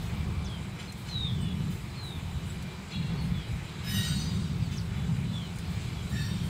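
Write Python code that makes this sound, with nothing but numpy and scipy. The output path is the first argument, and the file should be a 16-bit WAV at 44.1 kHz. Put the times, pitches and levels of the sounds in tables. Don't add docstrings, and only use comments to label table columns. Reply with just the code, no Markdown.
import sys
import numpy as np
from scipy import signal
from scipy.fft import rfft, irfft, next_fast_len
from scipy.io import wavfile
from scipy.ndimage import uniform_filter1d

SR = 44100
rng = np.random.default_rng(int(sys.argv[2]) if len(sys.argv) > 2 else 0)


def wav_out(sig):
    wavfile.write(sys.argv[1], SR, np.round(np.clip(np.atleast_2d(sig).T, -1, 1) * 32767).astype(np.int16))


N = 286194
TIME = np.arange(N) / SR


def rumble(split_hz=105, exhaust_hz=167.8, throb_db=1.0, throb_hz=8):
    # t/s, deep level/dB, upper level/dB
    levels = [(0, -33, -34), (0.42, -30, -34), (0.72, -42, -37), (1.02, -42, -39.5), (1.22, -33.0, -32.5),
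              (1.45, -33.0, -28.5), (1.69, -36.5, -28.5), (1.77, -35, -36.5), (2.05, -41.5, -38),
              (2.3, -32, -35), (2.62, -38, -34.5), (2.9, -43.5, -41.5), (2.98, -39, -28),
              (3.36, -28.5, -28), (3.44, -39, -39.5), (3.55, -31, -34), (3.68, -42.5, -41.5),
              (3.8, -39.5, -35.5), (3.95, -33, -28.0), (4.52, -33, -28.5), (4.92, -33.5, -33.5),
              (5.06, -32, -27), (5.28, -38.5, -29), (5.5, -38.5, -35), (5.75, -32.5, -33.0),
              (6.05, -36.5, -36.5), (6.17, -35, -29), (6.49, -32.5, -29.5)]
    # f/Hz, level/dB
    colour = [(13, -47), (22, -23), (76, 0.5), (167, 3), (189, -1), (232, -17), (291, -34.5), (330, -17),
              (430, -57), (730, -120)]
    deep_db, upper_db = in_time(levels)
    low = noise(colour, flicker_db=0.5)
    deep = signal.sosfiltfilt(signal.butter(4, split_hz, fs=SR, output="sos"), low)
    exhaust = from_db(-9) * tone(exhaust_hz, width_hz=6.6, rough=0.88)
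    upper = from_db(upper_db - 4) * evened(rms_one(low - deep) + exhaust, window_s=0.099)
    deep = from_db(deep_db - 4.35) * evened(deep, window_s=0.13)
    return from_db(throb_db * drift(throb_hz)) * (deep + upper)


def rolling():
    # t/s, level/dB
    body_levels = [(0, -45), (0.3, -44), (0.7, -47), (1.8, -48), (3.05, -47), (3.15, -44), (3.25, -46.5),
                   (4.5, -47.5), (4.9, -47), (6.49, -47)]
    # t/s, roar level/dB, hiss level/dB
    rolling_levels = [(0.0, -49.5, -54), (0.47, -52, -58.5), (2.76, -51.5, -57), (3.16, -49.5, -58),
                      (3.52, -51.5, -54), (3.9, -47, -59), (4.05, -48, -45.5), (4.41, -51.5, -56),
                      (5.22, -51.5, -57), (6.49, -50, -51)]
    # f/Hz, level/dB
    body_colour = [(200, -9), (300, -1.5), (390, 2), (480, -5.5), (590, -9), (820, -2.5), (1000, -8.5),
                   (1200, -6), (1700, -12), (2400, -47)]
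    roar_colour = [(1200, -9.5), (1900, -3), (2400, 1), (3200, -7), (4200, 0.5), (5000, -24), (6500, -14.5)]
    hiss_colour = [(4000, 7.5), (5200, 4.5), (6300, -7.5), (7800, 10.5), (9200, -10), (10500, -8)]
    sizzle_colour = [(8500, -4.5), (10000, 6), (11500, -6), (13300, -4), (15500, -4)]
    # t/s, level/dB
    sizzle_bursts = [(0.02, -61), (0.50, -62), (0.98, -59), (1.41, -64.5), (1.71, -58), (2.04, -61),
                     (2.17, -67), (2.46, -63), (3.22, -61), (4.42, -74), (4.73, -63), (5.34, -69),
                     (5.57, -71), (5.71, -62), (6.10, -59), (6.22, -65), (6.45, -61)]
    # f/Hz, level/dB
    wheel_tones = [(2363, -64), (2990, -66.5), (4005, -67), (5545, -78), (7704, -77), (7880, -72.5),
                   (8091, -77), (9071, -74.5)]
    body_db, = in_time(body_levels)
    roar_db, hiss_db = in_time(rolling_levels)
    body = from_db(body_db - 2.5) * noise(body_colour, flicker_db=1.2)
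    roar = from_db(roar_db + 0.14) * noise(roar_colour, flicker_db=1.56)
    bursts = sum(from_db(db) * swell(s, rise_s=0.0073, fall_s=0.13) for s, db in sizzle_bursts)
    sizzle = np.hypot(from_db(-67), bursts) * noise(sizzle_colour, flicker_db=1.8)
    hiss = from_db(hiss_db - 1.1) * noise(hiss_colour, flicker_db=2)
    contact = hiss + from_db(1) * sizzle
    crossfade_rad = 0.9 * np.pi * TIME + 0.5 * drift(0.89)
    shares = np.sin(crossfade_rad) ** 2, np.cos(crossfade_rad) ** 2
    wheels = sum(share * steel(contact, width_hz=16, floor_db=-14, count=150) for share in shares)
    singing = sum(from_db(db - 1.5 + 3.7 * drift(3.9)) * tone(hz, width_hz=33, rough=0.67)
                  for hz, db in wheel_tones)
    return body + roar + np.std(contact) * wheels + singing


def squeals():
    # f/Hz, level/dB, peak t/s
    near_modes = [(1500, -55, 4.07), (1700, -49, 3.87), (1887, -44, 4.03), (2810, -43, 4.02),
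                  (2991, -45, 3.99), (3122, -48, 4.11), (3659, -50, 4.05), (3775, -40.5, 4.02),
                  (3861, -42.5, 4.03), (4356, -46, 4.13), (4619, -51, 4.14), (4785, -45, 4.13),
                  (5146, -47, 3.91), (5560, -57, 4.03), (5830, -53, 4.0), (6072, -47, 4.02),
                  (6874, -52, 4.06), (7429, -52, 3.97), (8420, -46, 4.04), (8872, -55, 3.98),
                  (9220, -51, 3.97), (9469, -52.5, 3.98), (9590, -61, 4.0), (10761, -60, 3.90),
                  (12543, -58, 3.98), (12785, -50.5, 3.98), (12958, -55, 3.98), (13450, -51, 3.94),
                  (13900, -55, 3.94), (14260, -57, 3.96), (15154, -58, 4.03)]
    next_modes = [(1755, -47.5, 6.20), (1840, -45.5, 6.18), (2640, -54, 6.22), (3130, -44, 8.1),
                  (3480, -61, 6.33), (3684, -47.5, 6.24), (4340, -54, 6.24), (4520, -53, 6.26),
                  (5540, -54.5, 6.18), (5730, -59, 6.25), (7360, -53.5, 6.14), (8450, -58, 6.28),
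                  (8900, -62, 6.19), (12290, -64, 6.22), (14045, -68, 6.22)]
    near = squeal(near_modes, touch_s=3.83, ring_s=0.16, rough=0.57, width_share=0.0037, skirt_db=-4)
    following = squeal(next_modes, touch_s=6.1, ring_s=0.12, rough=0.77, width_share=0.0042, skirt_db=1)
    return from_db(-1.5) * near + from_db(-2.5) * following


def squeal(modes, touch_s, ring_s, rough, width_share, skirt_db):
    longest_ring_hz, spread_oct, grip_s = 5200, 2.04, 0.01
    out = 0
    for hz, db, peak_s in modes:
        rise_s = 0.66 * max(peak_s - touch_s, 0.01)
        fall_s = ring_s * np.exp(-(np.log2(hz / longest_ring_hz) / spread_oct) ** 2)
        out += from_db(db) * swell(peak_s, rise_s, fall_s) * mode(hz, rough, width_share, skirt_db)
    grip = np.clip((TIME - touch_s) / grip_s, 0, 1)
    return grip * out


def grinding():
    # t/s, level/dB, rise/s, fall/s
    rubs = [(3.97, -52, 0.099, 0.13), (4.13, -52.5, 0.076, 0.31), (6.25, -53.5, 0.13, 0.11)]
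    # f/Hz, level/dB
    colour = [(1100, -25), (1500, 8), (2300, -12), (3000, 0), (3900, 4), (5600, -11), (8800, -6),
              (11000, -35), (13500, -9), (15500, -17)]
    envelope = sum(from_db(db) * swell(s, rise_s, fall_s) for s, db, rise_s, fall_s in rubs)
    return envelope * steel(noise(colour, flicker_db=3), width_hz=18, floor_db=-16, count=110)


def pings(rise_s=0.023):
    # t/s, f/Hz, level/dB, fall/s
    rings = [(0.16, 2330, -55, .25), (1.43, 8100, -57, .045), (2.51, 7720, -53, .025),
             (2.65, 2370, -55, .055), (4.19, 6072, -49, .09), (4.20, 3740, -48, .17),
             (4.36, 8880, -62, .06), (4.40, 5560, -62, .25), (4.73, 6500, -58, .04), (5.35, 5600, -61, .06),
             (6.24, 5640, -50, .08)]
    return sum(from_db(db) * swell(s, rise_s, fall_s) * mode(hz, 0.42, width_share=0.0029, skirt_db=-5)
               for s, hz, db, fall_s in rings)


def clank(peak_s=2.935):
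    # f/Hz, level/dB
    modes = [(2750, -54.5), (3380, -54), (3840, -56), (4190, -54)]
    ring = sum(from_db(db) * mode(hz, rough=0.63, width_share=0.01, skirt_db=4) for hz, db in modes)
    return swell(peak_s, rise_s=0.022, fall_s=0.17) * ring


def grit():
    # t/s, level/dB
    ticks = [(0.923, -46.5), (2.625, -48), (5.559, -51), (5.587, -45.5)]
    # f/Hz, level/dB
    colour = [(3000, -20), (6500, -3), (8200, 0), (10500, -11), (15000, -13)]
    return sum(from_db(db) * swell(s, rise_s=0.0011, fall_s=0.0078) for s, db in ticks) * noise(colour)


def scuffs():
    # t/s, level/dB
    contacts = [(.806, -44), (1.09, -46.5), (1.72, -51), (2.92, -50), (4.73, -47)]
    # f/Hz, level/dB
    colour = [(900, -3), (2000, 1.5), (2900, 5.5), (4500, -1), (8000, -6), (10000, -20), (15000, -28)]
    envelope = sum(from_db(db) * swell(s, rise_s=0.018, fall_s=0.045) for s, db in contacts)
    return envelope * steel(noise(colour), width_hz=18, floor_db=-7, count=60)


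def birds(rasp_hz=130):
    # t/s, length/s, start f/Hz, fall/(oct/s), level/dB
    slur_notes = [(0.436, 0.16, 3580, 1.5, -48.5), (0.874, 0.036, 4250, 1.5, -46.5),
                  (1.056, 0.13, 4275, 0.7, -45.5), (1.12, .15, 4003, 0.96, -33),
                  (1.244, 0.072, 3764, 3, -39), (1.233, 0.16, 3960, 1.6, -48),
                  (1.359, 0.15, 3110, 0.9, -49), (1.39, 0.16, 3570, 0.7, -47.5),
                  (1.951, 0.2, 4370, 1.4, -44.5), (2.067, 0.13, 3840, 1.4, -50),
                  (3.168, 0.079, 4550, 1.5, -50), (3.336, .12, 3500, 1.2, -47.5),
                  (4.613, 0.073, 4940, 3, -52), (4.935, 0.12, 3540, 0.5, -54),
                  (5.326, .068, 3540, 1, -41.5), (5.358, 0.14, 3410, 1.6, -47.5),
                  (5.42, .064, 4420, 4, -50), (5.952, 0.078, 3460, 1.5, -50),
                  (6.385, 0.096, 3250, 0.3, -56)]
    # t/s, level/dB
    chirp_notes = [(0.444, -49.5), (4.76, -47.5)]
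    flutter = drift(rasp_hz) + 1j * drift(rasp_hz)
    slurs = sum(from_db(db) * whistle(s, length_s, hz, fall, flutter, hoarse=0.32)
                for s, length_s, hz, fall, db in slur_notes)
    chirps = sum(from_db(db) * whistle(s, 0.045, 7030, 16.5, flutter, hoarse=1) for s, db in chirp_notes)
    return slurs + chirps


def whistle(start_s, length_s, start_hz, fall_oct_per_s, flutter, hoarse):
    span = (TIME > start_s) & (TIME < start_s + length_s)
    age_s = TIME[span] - start_s
    phase = 2 * np.pi * np.cumsum(start_hz * 2 ** (-fall_oct_per_s * age_s)) / SR
    voice = np.sqrt(2) * (1 - hoarse) + hoarse * flutter[span]
    arch = np.sqrt(np.abs(np.sin(np.pi * age_s / length_s)))
    out = np.zeros(N)
    out[span] = arch * np.real(voice * np.exp(1j * phase))
    return out


def yard_echo(x, low_t60_s=0.2133, paths=8):
    size = next_fast_len(N + SR)
    hz = np.arange(size // 2 + 1) * SR / size
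    response = 0
    for k, lag_s in enumerate(rng.uniform(0.019, 0.056, size=paths)):
        loss_db = 60 * lag_s / low_t60_s * (1 + hz / 40500)
        loop = from_db(-loss_db) * np.exp(-2j * np.pi * hz * lag_s)
        response += (-1) ** k * loop / (1 - loop)
    return irfft(rfft(x, size) * response / np.sqrt(paths), size)[:N]


def scatter(x, fade_s=0.026, count=40):
    lags_s = rng.uniform(0.004, 0.07, size=count)
    signs = rng.choice([-1, 1], size=count)
    spray = np.zeros(int(lags_s.max() * SR) + 1)
    spray[(lags_s * SR).astype(int)] = signs * np.exp(-lags_s / fade_s)
    return signal.fftconvolve(x, spray / np.linalg.norm(spray))[:N]


def steel(x, width_hz, floor_db, count):
    hz = np.linspace(0, SR / 2, 8192)
    centres_hz = rng.uniform(1210.5, 16000, size=(count, 1))
    strengths = from_db(rng.normal(0, 1.1, size=(count, 1)))
    peaks = np.sum(strengths / (1 + (2 * (hz - centres_hz) / width_hz) ** 2), axis=0)
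    local_mean = uniform_filter1d(peaks, size=400) + 1e-12
    gain = np.sqrt(peaks / local_mean + from_db(floor_db) ** 2)
    size = next_fast_len(N)
    bins_hz = np.arange(size // 2 + 1) * SR / size
    return rms_one(irfft(rfft(x, size) * np.interp(bins_hz, hz, gain), size)[:N])


def mode(hz, rough, width_share, skirt_db):
    return tone(hz, hz * width_share, rough) + from_db(skirt_db) * tone(hz, width_hz=43, rough=1)


def tone(hz, width_hz, rough):
    phase = 2 * np.pi * (hz * TIME + rng.random())
    in_phase = np.sqrt(2 * (1 - rough)) + np.sqrt(rough) * drift(width_hz)
    quadrature = np.sqrt(rough) * drift(width_hz)
    return in_phase * np.sin(phase) + quadrature * np.cos(phase)


def noise(colour, flicker_db=0):
    hz, db = np.transpose(colour)
    edges_hz = 20 * 2 ** (np.arange(30) / 3)
    white = rng.standard_normal((2, N + SR // 2))
    out = 0
    for k, (low, high) in enumerate(zip(edges_hz, edges_hz[1:])):
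        if hz[0] < high and low < hz[-1]:
            bandpass = signal.butter(2, [low, high], "band", fs=SR, output="sos")
            band = signal.sosfilt(bandpass, white[k % 2])[-N:]
            band_db = np.interp(np.log(np.sqrt(low * high)), np.log(hz), db)
            out += band * from_db(band_db + flicker_db * drift(6.5))
    return rms_one(out)


def drift(rate_hz, step=20):
    pole = np.exp(-2 * np.pi * rate_hz * step / SR)
    white = rng.standard_normal(N // step + 4002)
    slow = signal.lfilter([1], [1, -2 * pole, pole * pole], white)[4000:]
    return np.interp(np.arange(N) / step, np.arange(len(slow)), rms_one(slow))


def swell(peak_s, rise_s, fall_s):
    age_s = TIME - peak_s
    return np.exp(-np.where(age_s < 0, (age_s / rise_s) ** 2, age_s / fall_s))


def evened(x, window_s):
    return x / np.sqrt(uniform_filter1d(x ** 2, int(window_s * SR)) + 1e-12)


def in_time(rows):
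    times_s, *columns = np.transpose(rows)
    return [np.interp(TIME, times_s, column) for column in columns]


def rms_one(x):
    return x / np.sqrt(np.mean(np.abs(x) ** 2) + 1e-20)


def from_db(db):
    return 10 ** (np.asarray(db) / 20)


def scene():
    ringing = squeals() + pings() + clank() + grinding()
    calls = birds()
    echo = yard_echo(from_db(-22) * ringing + from_db(-1) * calls) + from_db(-10.5) * scatter(calls)
    return (rumble() + rolling() + ringing + grit() + scuffs() + calls + echo)[None]


def record(dry, cutoff_hz=15650):
    return signal.sosfilt(signal.ellip(12, 0.1, 90, cutoff_hz, fs=SR, output="sos"), dry)


dry = scene()
out = record(dry)
wav_out(out)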